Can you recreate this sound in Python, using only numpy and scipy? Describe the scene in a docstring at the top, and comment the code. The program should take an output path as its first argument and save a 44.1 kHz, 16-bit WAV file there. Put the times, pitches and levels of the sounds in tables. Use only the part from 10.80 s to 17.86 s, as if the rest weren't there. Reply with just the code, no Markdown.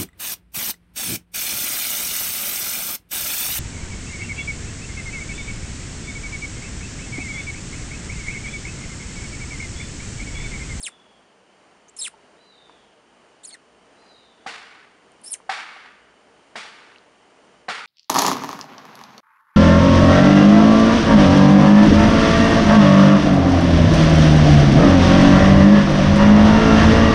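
"""Outdoors, over the soft rush of a neighbourhood, someone tries to make a perched hawk turn its head.
First come bird-like squeaks, made by sucking air through wet lips, while a low hum dies away and a
far bird whistles three falling calls. From about 3.7 seconds on, four hand claps echo among the
houses, with one last squeak between the first two."""
import sys
import numpy as np
from scipy import signal
from scipy.fft import rfft, irfft
from scipy.io import wavfile
from scipy.ndimage import map_coordinates

SR = 44100
rng = np.random.default_rng(int(sys.argv[2]) if len(sys.argv) > 2 else 0)


def inscribe(sig):
    """Save sig as 16-bit PCM at rate SR to the path in sys.argv[1].

    A 1-D sig is mono; a 2-D sig holds one channel per row.
    Samples are clipped to [-1, 1] before scaling.
    """
    pcm = np.round(np.clip(np.atleast_2d(sig).T, -1, 1) * 32767)
    wavfile.write(sys.argv[1], SR, pcm.astype(np.int16))


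N = 311346
TIME = np.arange(N) / SR


def from_db(db):
    """Turn decibels into a number to multiply by."""
    return 10 ** (np.asarray(db) / 20)


def rms_one(x):
    """Scale a sound to an average power of 1."""
    return x / np.sqrt(np.mean(x ** 2) + 1e-20)


def ramp(x):
    """Rise from 0 to 1 and stay there."""
    return np.clip(x, 0, 1)


def at_hz(points, hz, column=1):
    """Look up a frequency in a table, sliding between its rows."""
    points = np.array(points)
    return np.interp(np.log(np.maximum(hz, 1)), np.log(points[:, 0]), points[:, column])


def add(out, s, sound):
    """Mix a sound in, starting at s seconds."""
    start = int(np.clip(round(s * SR), 0, len(out)))
    out[start:start + len(sound)] += sound[:len(out) - start]


def coloured(x, spectrum):
    """Shape a sound's lows and highs by a table; its power ends up at 1."""
    hz = np.arange(len(x) // 2 + 1) * SR / len(x)
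    return rms_one(irfft(rfft(x) * from_db(at_hz(spectrum, hz)), len(x)))


def filtered(x, kind, hz, order=2):
    """Keep the "low" part, the "high" part or one "band" of a sound."""
    return signal.sosfilt(signal.butter(order, hz, kind, fs=SR, output="sos"), x)


def boosted(x, hz, width, db):
    """Lift or lower one narrow band of frequencies."""
    return x + (from_db(db) - 1) * signal.lfilter(*signal.iirpeak(hz, hz / width, fs=SR), x)


def drift(rate, size):
    """Wander smoothly around 0, through `rate` random values a second."""
    steps = np.arange(size) * rate / SR
    return map_coordinates(rng.standard_normal(int(steps[-1]) + 4), [steps + 1], order=3, mode="nearest")


def ring(hz, t60):
    """A fading tone. Here and below, t60 is the seconds it takes to fade by 60 dB."""
    t = TIME[:SR // 8]
    return np.sin(2 * np.pi * hz * t) * from_db(-60 * t / t60)


def scattered(x, t60):
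    """Many small reflections blur a sound."""
    t = TIME[:SR // 2]
    scatter = rng.standard_normal(len(t)) * from_db(-60 * t / t60)
    return signal.fftconvolve(x, scatter / np.linalg.norm(scatter))[:N]


def drone(hz, width):
    """A narrow, wavering band of noise around one pitch."""
    phase = 2 * np.pi * hz * TIME
    return drift(width, N) * np.sin(phase) + drift(width, N) * np.cos(phase)


def background(rush_db=-55.43, sway_db=-0.8, hum_db=-69, hum_end_s=0.97, hum_fade_s=0.23):
    """Distant traffic and air make an even rush, with faint drones and a brief far hum."""
    # The tone of the rush. Each row: frequency in Hz, relative level in dB.
    air = [(15, -45.5), (25, -19.5), (48, -18), (145, -9), (192, -3.5), (433, -2), (468, 0.5), (573, -5.5),
           (619, -2), (668, -2), (2580, -13), (2930, -15), (3590, -19.5), (8970, -23), (11000, -39),
           (14300, -70.5), (22000, -120)]
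    # Steady drones. Each row: pitch in Hz, width in Hz, level in dB.
    drones = [(59.4, 6, -80.5), (237, 11, -80.5), (416, 14, -71.5), (596, 20, -70), (2986, 470, -69.5),
              (4540, 200, -79.5)]
    out = from_db(rush_db + sway_db * drift(4.61, N)) * coloured(rng.standard_normal(N), air)
    for hz, width, level_db in drones:
        out += from_db(level_db) * drone(hz, width)
    out += from_db(hum_db) * ramp((hum_end_s - TIME) / hum_fade_s) * drone(hz=189, width=24.4)
    return boosted(out, hz=7950, width=550, db=-15)  # a narrow dip in the hiss


def far_bird(waver=0.0095, edge_s=0.02, blur_db=1):
    """A far bird whistles two notes at once; they waver in the air and are blurred by echoes."""
    # The two notes. Each row: seconds into the call, pitch ratio, relative level in dB.
    low_note = [(0, .97, -7), (.04, 1.075, -6), (.11, 1.1, -3.5), (.19, 1, 3.5), (.28, .958, -6),
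                (.49, .87, -11)]
    high_note = [(.03, 1.245, -7.5), (.07, 1.271, -7), (.175, 1.247, -8), (.2, 1.1, -8), (.235, 1.008, -8),
                 (.33, .98, -19)]
    # Each row: start in seconds, pitch in Hz, slide depth, level in dB, extra dB for the high note.
    calls = [(-.08, 3435, .5, -59.5, -14), (1.56, 3710, 1, -58, -1.5), (3.155, 3810, 0.98, -59, 1)]
    # One clear echo. Its row: delay in seconds, relative level in dB.
    echoes = [(.082, -5.5)]
    direct = np.zeros(N)
    for start, hz, depth, level_db, high_db in calls:
        for note, note_db in (low_note, level_db), (high_note, level_db + high_db):
            s, ratio, db = np.transpose(note)
            t = TIME[(TIME > start + s[0]) & (TIME < start + s[-1])] - start
            pitch = hz * np.interp(t, s, ratio) ** depth * (1 + waver * drift(251, len(t)))
            fade = ramp(np.minimum(t - t[0], t[-1] - t) / edge_s)
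            level = from_db(note_db + np.interp(t, s, db)) * fade
            add(direct, start + t[0], level * np.sin(2 * np.pi * np.cumsum(pitch) / SR))
    out = direct + from_db(blur_db) * scattered(direct, t60=0.92)
    for delay, echo_db in echoes:
        add(out, delay, from_db(echo_db) * direct)
    return out


def ticks(grit=0.52, lowest_hz=500):
    """Soft lip pops and small ticks: short, gritty rings with no bass."""
    # Each row: start in seconds, level in dB, pitch in Hz, fade time in seconds.
    events = [(1.339, -40, 885, 0.038), (1.896, -39, 950, 0.022), (4.319, -44, 8740, 0.0035),
              (4.415, -47, 9550, 0.016), (4.602, -38.5, 1020, 0.015), (4.963, -39, 770, 0.066),
              (6.16, -38, 2780, 0.014), (6.184, -43.5, 4160, 0.0083)]
    out = np.zeros(N)
    for s, level_db, hz, t60 in events:
        sound = ring(hz, t60)
        add(out, s, from_db(level_db) * sound * (1 + grit * drift(2850, len(sound))))
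    return filtered(out, "high", lowest_hz)


def squeak(glide, stroke, jitter=0.022, waver=0.0068, flutter_db=3, rasp=0.96, rolloff=3.1,
           pops_per_s=420, pop_db=-3, hiss_db=-7, edge_s=0.0008):
    """Wet lips vibrate like a tiny reed while air hisses and saliva crackles in the gap."""
    # The narrow gap and the mouth favour high sounds. Each row: frequency in Hz, boost in dB.
    lip_colour = [(1000, -14.5), (2500, -8), (4300, -5.5), (6000, -9.5), (7400, 1.5), (8800, 9.5),
                  (10300, 4), (12000, -28.5)]
    catch_s, parting_s, overtones_db, wet_db, parting_db = stroke
    s, hz, db = np.transpose(glide)
    size = max(int((s.max() - s[0]) * SR), 64)
    t = TIME[:size]
    left = t[-1] - t
    pitch = np.interp(s[0] + t, s, hz)
    suction = from_db(np.interp(s[0] + t, s, db)) * ramp(np.minimum(t, left) / edge_s)
    # The lips are quieter until they catch; as they part, more air leaks.
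    slipping = 1 - ramp((t - catch_s) / 0.0027 + .5)
    parting = ramp((parting_s - left) / 0.01)
    swing = from_db(-13 * slipping)
    leak = from_db(wet_db - 4 * slipping + 2 * parting)
    # The wetter the gap, the more unevenly the lips swing.
    wetness = leak / (leak + swing)
    wobble = 1 + jitter * wetness * drift(820, size) + waver * drift(352, size)
    phase = 2 * np.pi * np.cumsum(pitch * wobble) / SR
    # Overtones flare as they glide through the lips' resonance; the octave fades as the lips part.
    orders = np.arange(2, 10)[:, None]
    weights = from_db(at_hz(lip_colour, orders * pitch) - 9.5 * parting * (orders == 2))
    weights *= (2 / orders) ** rolloff * (orders * pitch < SR / 3)
    overtones = np.sum(weights * np.sin(orders * phase), axis=0)
    overtones *= from_db(overtones_db + flutter_db * drift(309.6, size))
    base_note = from_db(at_hz(lip_colour, pitch) + parting_db * parting) * np.sin(phase)
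    tone = (base_note + overtones) * (1 + rasp * wetness * drift(1500, size))
    # Films of saliva burst at uneven intervals.
    pop_count = np.floor(np.cumsum(pops_per_s * from_db(4 * drift(400, size))) / SR)
    pops = np.diff(pop_count, prepend=-1) * rng.uniform(0.46, 1, size)
    crackle = from_db(pop_db) * coloured(pops, lip_colour)
    hiss = from_db(hiss_db) * coloured(rng.standard_normal(size), lip_colour)
    return suction * (np.sqrt(2) * swing * tone + leak * (hiss + crackle))


def lips(scatter_db=-16):
    """Close squeaks ring in the mouth and scatter faintly off the ground and things nearby."""
    # One list per squeak. Each point: time in seconds, pitch in Hz, suction in dB.
    glides = [
        [(0.003, 9660, -31.5), (0.027, 5400, -34.5), (0.04, 4130, -31), (0.056, 3410, -33),
         (0.065, 3015, -26.5), (0.078, 2060, -30), (0.094, 880, -37.5)],
        [(1.082, 7000, -48), (1.089, 5830, -44), (1.1, 8340, -58)],
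        [(1.165, 7480, -33), (1.19, 5200, -32), (1.204, 5255, -31), (1.209, 4480, -33.5), (1.218, 3720, -31),
         (1.226, 3750, -32), (1.232, 4280, -31.5), (1.258, 2980, -28), (1.284, 1176, -30)],
        [(2.633, 3400, -45), (2.644, 3970, -46), (2.654, 4510, -37.5)],
        [(2.652, 6700, -34), (2.658, 7040, -38), (2.667, 5750, -48), (2.678, 4760, -46.5), (2.687, 4840, -50),
         (2.695, 4040, -47), (2.705, 3250, -52)],
        [(2.7, 2420, -59), (2.707, 2280, -48), (2.713, 1545, -52), (2.721, 2215, -55), (2.742, 2123, -47),
         (2.757, 1640, -55)],
        [(4.434, 4920, -45), (4.446, 4430, -35.5), (4.464, 5260, -38), (4.471, 5270, -41), (4.48, 5330, -34),
         (4.489, 5570, -41), (4.504, 5400, -42.5)],
        [(4.504, 5400, -44), (4.515, 5200, -50), (4.521, 4960, -45), (4.529, 4650, -50.5), (4.536, 3730, -38.5),
         (4.544, 2590, -42), (4.562, 1480, -59.5)],
    ]
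    # How the lips move in each squeak. Each row: seconds until they catch, seconds spent parting,
    # overtones in dB, wet noise in dB, boost of the base note while parting in dB.
    strokes = [(.024, .036, -4, -9.5, 3), (.0005, .001, -10, -19.5, -2), (.023, 0.054, -4.5, -6.5, 1.5),
               (.001, .001, -6.5, -4, 2.5), (0.00091, .001, -2.5, -5, -2), (.001, 0.019, 9, -9.5, 18),
               (.026, 0.00098, -2.5, -5, -0.5), (.001, 0.023, 9.5, 5, 11.5)]
    # The mouth's resonances and a hollow, plus the microphone's narrow dip near 8 kHz.
    # Each row: frequency in Hz, width in Hz, boost in dB.
    bands = [(4650, 350, -5), (5360, 330, 5), (7570, 230, 6.5), (7880, 450, -7.5), (10050, 351, 2.5)]
    out = np.zeros(N)
    for glide, stroke in zip(glides, strokes):
        add(out, glide[0][0], squeak(glide, stroke))
    for hz, width, db in bands:
        out = boosted(out, hz, width, db)
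    return out + from_db(scatter_db) * scattered(out, t60=0.1324)


def street_echo(brightness_db, build_s=0.017, flicker_db=1):
    """Countless small reflections from walls and trees build up, then die away band by band."""
    # Each row: frequency in Hz, relative level in dB, fade time in seconds.
    street = [(100, -12, 0.83), (230, -7.5, 0.46), (446, -13, 0.4), (800, -6, 0.9), (1030, -5.5, 1.01),
              (1350, 1.5, 1.3), (2170, 0.5, 1.15), (3220, -3.5, 0.98), (4500, -5.5, 0.83),
              (6160, -12.5, 0.68), (9050, -19.5, 0.73), (10400, -44.5, 0.18)]
    t = TIME[:SR]
    edges_hz = 90 * 2 ** (np.arange(22) / 3)
    noise = rng.standard_normal((2, SR))
    out, power = 0, 0
    for k, (low, high) in enumerate(zip(edges_hz, edges_hz[1:])):
        hz = np.sqrt(low * high)
        band = rms_one(filtered(noise[k % 2], "band", [low, high]))
        gain = from_db(at_hz(street, hz) + brightness_db * np.log2(hz / 1500)) * np.sqrt(high - low)
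        out += gain * band * from_db(-60 * t / at_hz(street, hz, column=2))
        power += gain ** 2
    build_up = 1 - np.exp(-t / build_s)
    return out / np.sqrt(power) * build_up * from_db(flicker_db * drift(153.8, SR))


def slap(hold_s=0.0053, t60=0.045, dull_hz=2200, contact_s=0.0028):
    """The palms first squeeze a cushion of air, then skin meets skin; the burst dies quickly."""
    # The tone of skin on skin. Each row: frequency in Hz, relative level in dB.
    crack = [(100, -11), (230, -0.5), (400, -22), (700, -0.5), (1150, 2.5), (1900, 2), (2800, -10.5),
             (4300, -7.5), (7000, -29), (10000, -30), (11500, -75)]
    t = TIME[:SR // 8]
    noise = coloured(rng.standard_normal(len(t)), crack)
    cushion = filtered(noise, "low", dull_hz)
    contact = 1 - np.exp(-(t / contact_s) ** 2)
    fade = from_db(-60 * np.maximum(t - hold_s, 0) / t60)
    burst = (cushion + contact * (noise - cushion)) * fade
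    return burst / np.sqrt(np.mean(burst[:SR // 150] ** 2))  # power 1 over the first 7 ms


def claps(pocket_t60=0.065, rise_s=0.0018, bass_hz=610, lowest_hz=170):
    """Hands slap, the pocket of air between the palms rings, and the walls and street answer."""
    # Each row: start in seconds, slap in dB, air pocket's pitch in Hz and level in dB, bass boost in
    # dB, echo in dB, echo brightness in dB per octave, echo's hollow note in Hz and its boost in dB.
    hits = [(3.6613, -34.5, 772, -22, 3.5, -34, 0.85, 785, 7.5),
            (4.6920, -24, 771, -13.5, -17.5, -28.5, -1, 757, 9),
            (5.7546, -32, 814, -30, 5, -34.5, 1.5, 880, 5.5),
            (6.8826, -25.5, 726, -22.5, -1.5, -29, -0.5, 1400, 4.5)]
    # Clear reflections off walls. Each row: delay in seconds, relative level in dB.
    walls = [(.019, -7.5), (.03, -11), (.096, -11), (0.363, -21)]
    # Rows of houses send the sound back in swells. 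Each row: delay in seconds, boost in dB.
    swells = [(0, 7), (.04, 0.5), (.07, 0), (.105, 0.5), (.17, -1.5), (.27, 0.5), (.37, 2.5), (.44, 0),
              (.7, -2)]
    # Notes that ring on in every echo. Each row: pitch in Hz, width in Hz, boost in dB.
    echo_notes = [(447, 33, 13), (880, 30, 7.5), (1154, 67, 3.5), (1490, 7.9, 5.5), (1666, 21, -4.5),
                  (2232, 23, 5), (4720, 130, 3.5)]
    out = np.zeros(N)
    swell = from_db(np.interp(TIME[:SR], *np.transpose(swells)))
    rise = 1 - np.exp(-TIME[:SR // 8] / rise_s)
    for s, slap_db, pocket_hz, pocket_db, bass_db, echo_db, brightness_db, hollow_hz, hollow_db in hits:
        sound = from_db(echo_db) * swell * street_echo(brightness_db)
        # The echo also keeps the hollow note of the palms.
        for hz, width, db in echo_notes + [(hollow_hz, hollow_hz / 12, hollow_db)]:
            sound = boosted(sound, hz, width, db)
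        for delay, wall_db in [(0.001, 0)] + walls:  # the direct slap, then its reflections
            add(sound, delay, from_db(slap_db + wall_db) * slap())
        # Well-cupped hands give off little bass.
        bass = from_db(bass_db) * filtered(sound, "low", bass_hz, order=4)
        treble = filtered(sound, "high", bass_hz, order=4)
        add(out, s, bass + treble)
        add(out, s, from_db(pocket_db) * ring(pocket_hz, pocket_t60) * rise)
    return filtered(out, "high", lowest_hz)


def scene():
    """Mix all the sounds into one channel."""
    return (lips() + ticks() + claps() + far_bird() + background())[None]


def record(dry, cutoff_hz=11100):
    """Cut off the highest treble steeply."""
    return signal.sosfilt(signal.ellip(10, .2, 70, cutoff_hz, fs=SR, output="sos"), dry)


dry = scene()
out = record(dry)
inscribe(out)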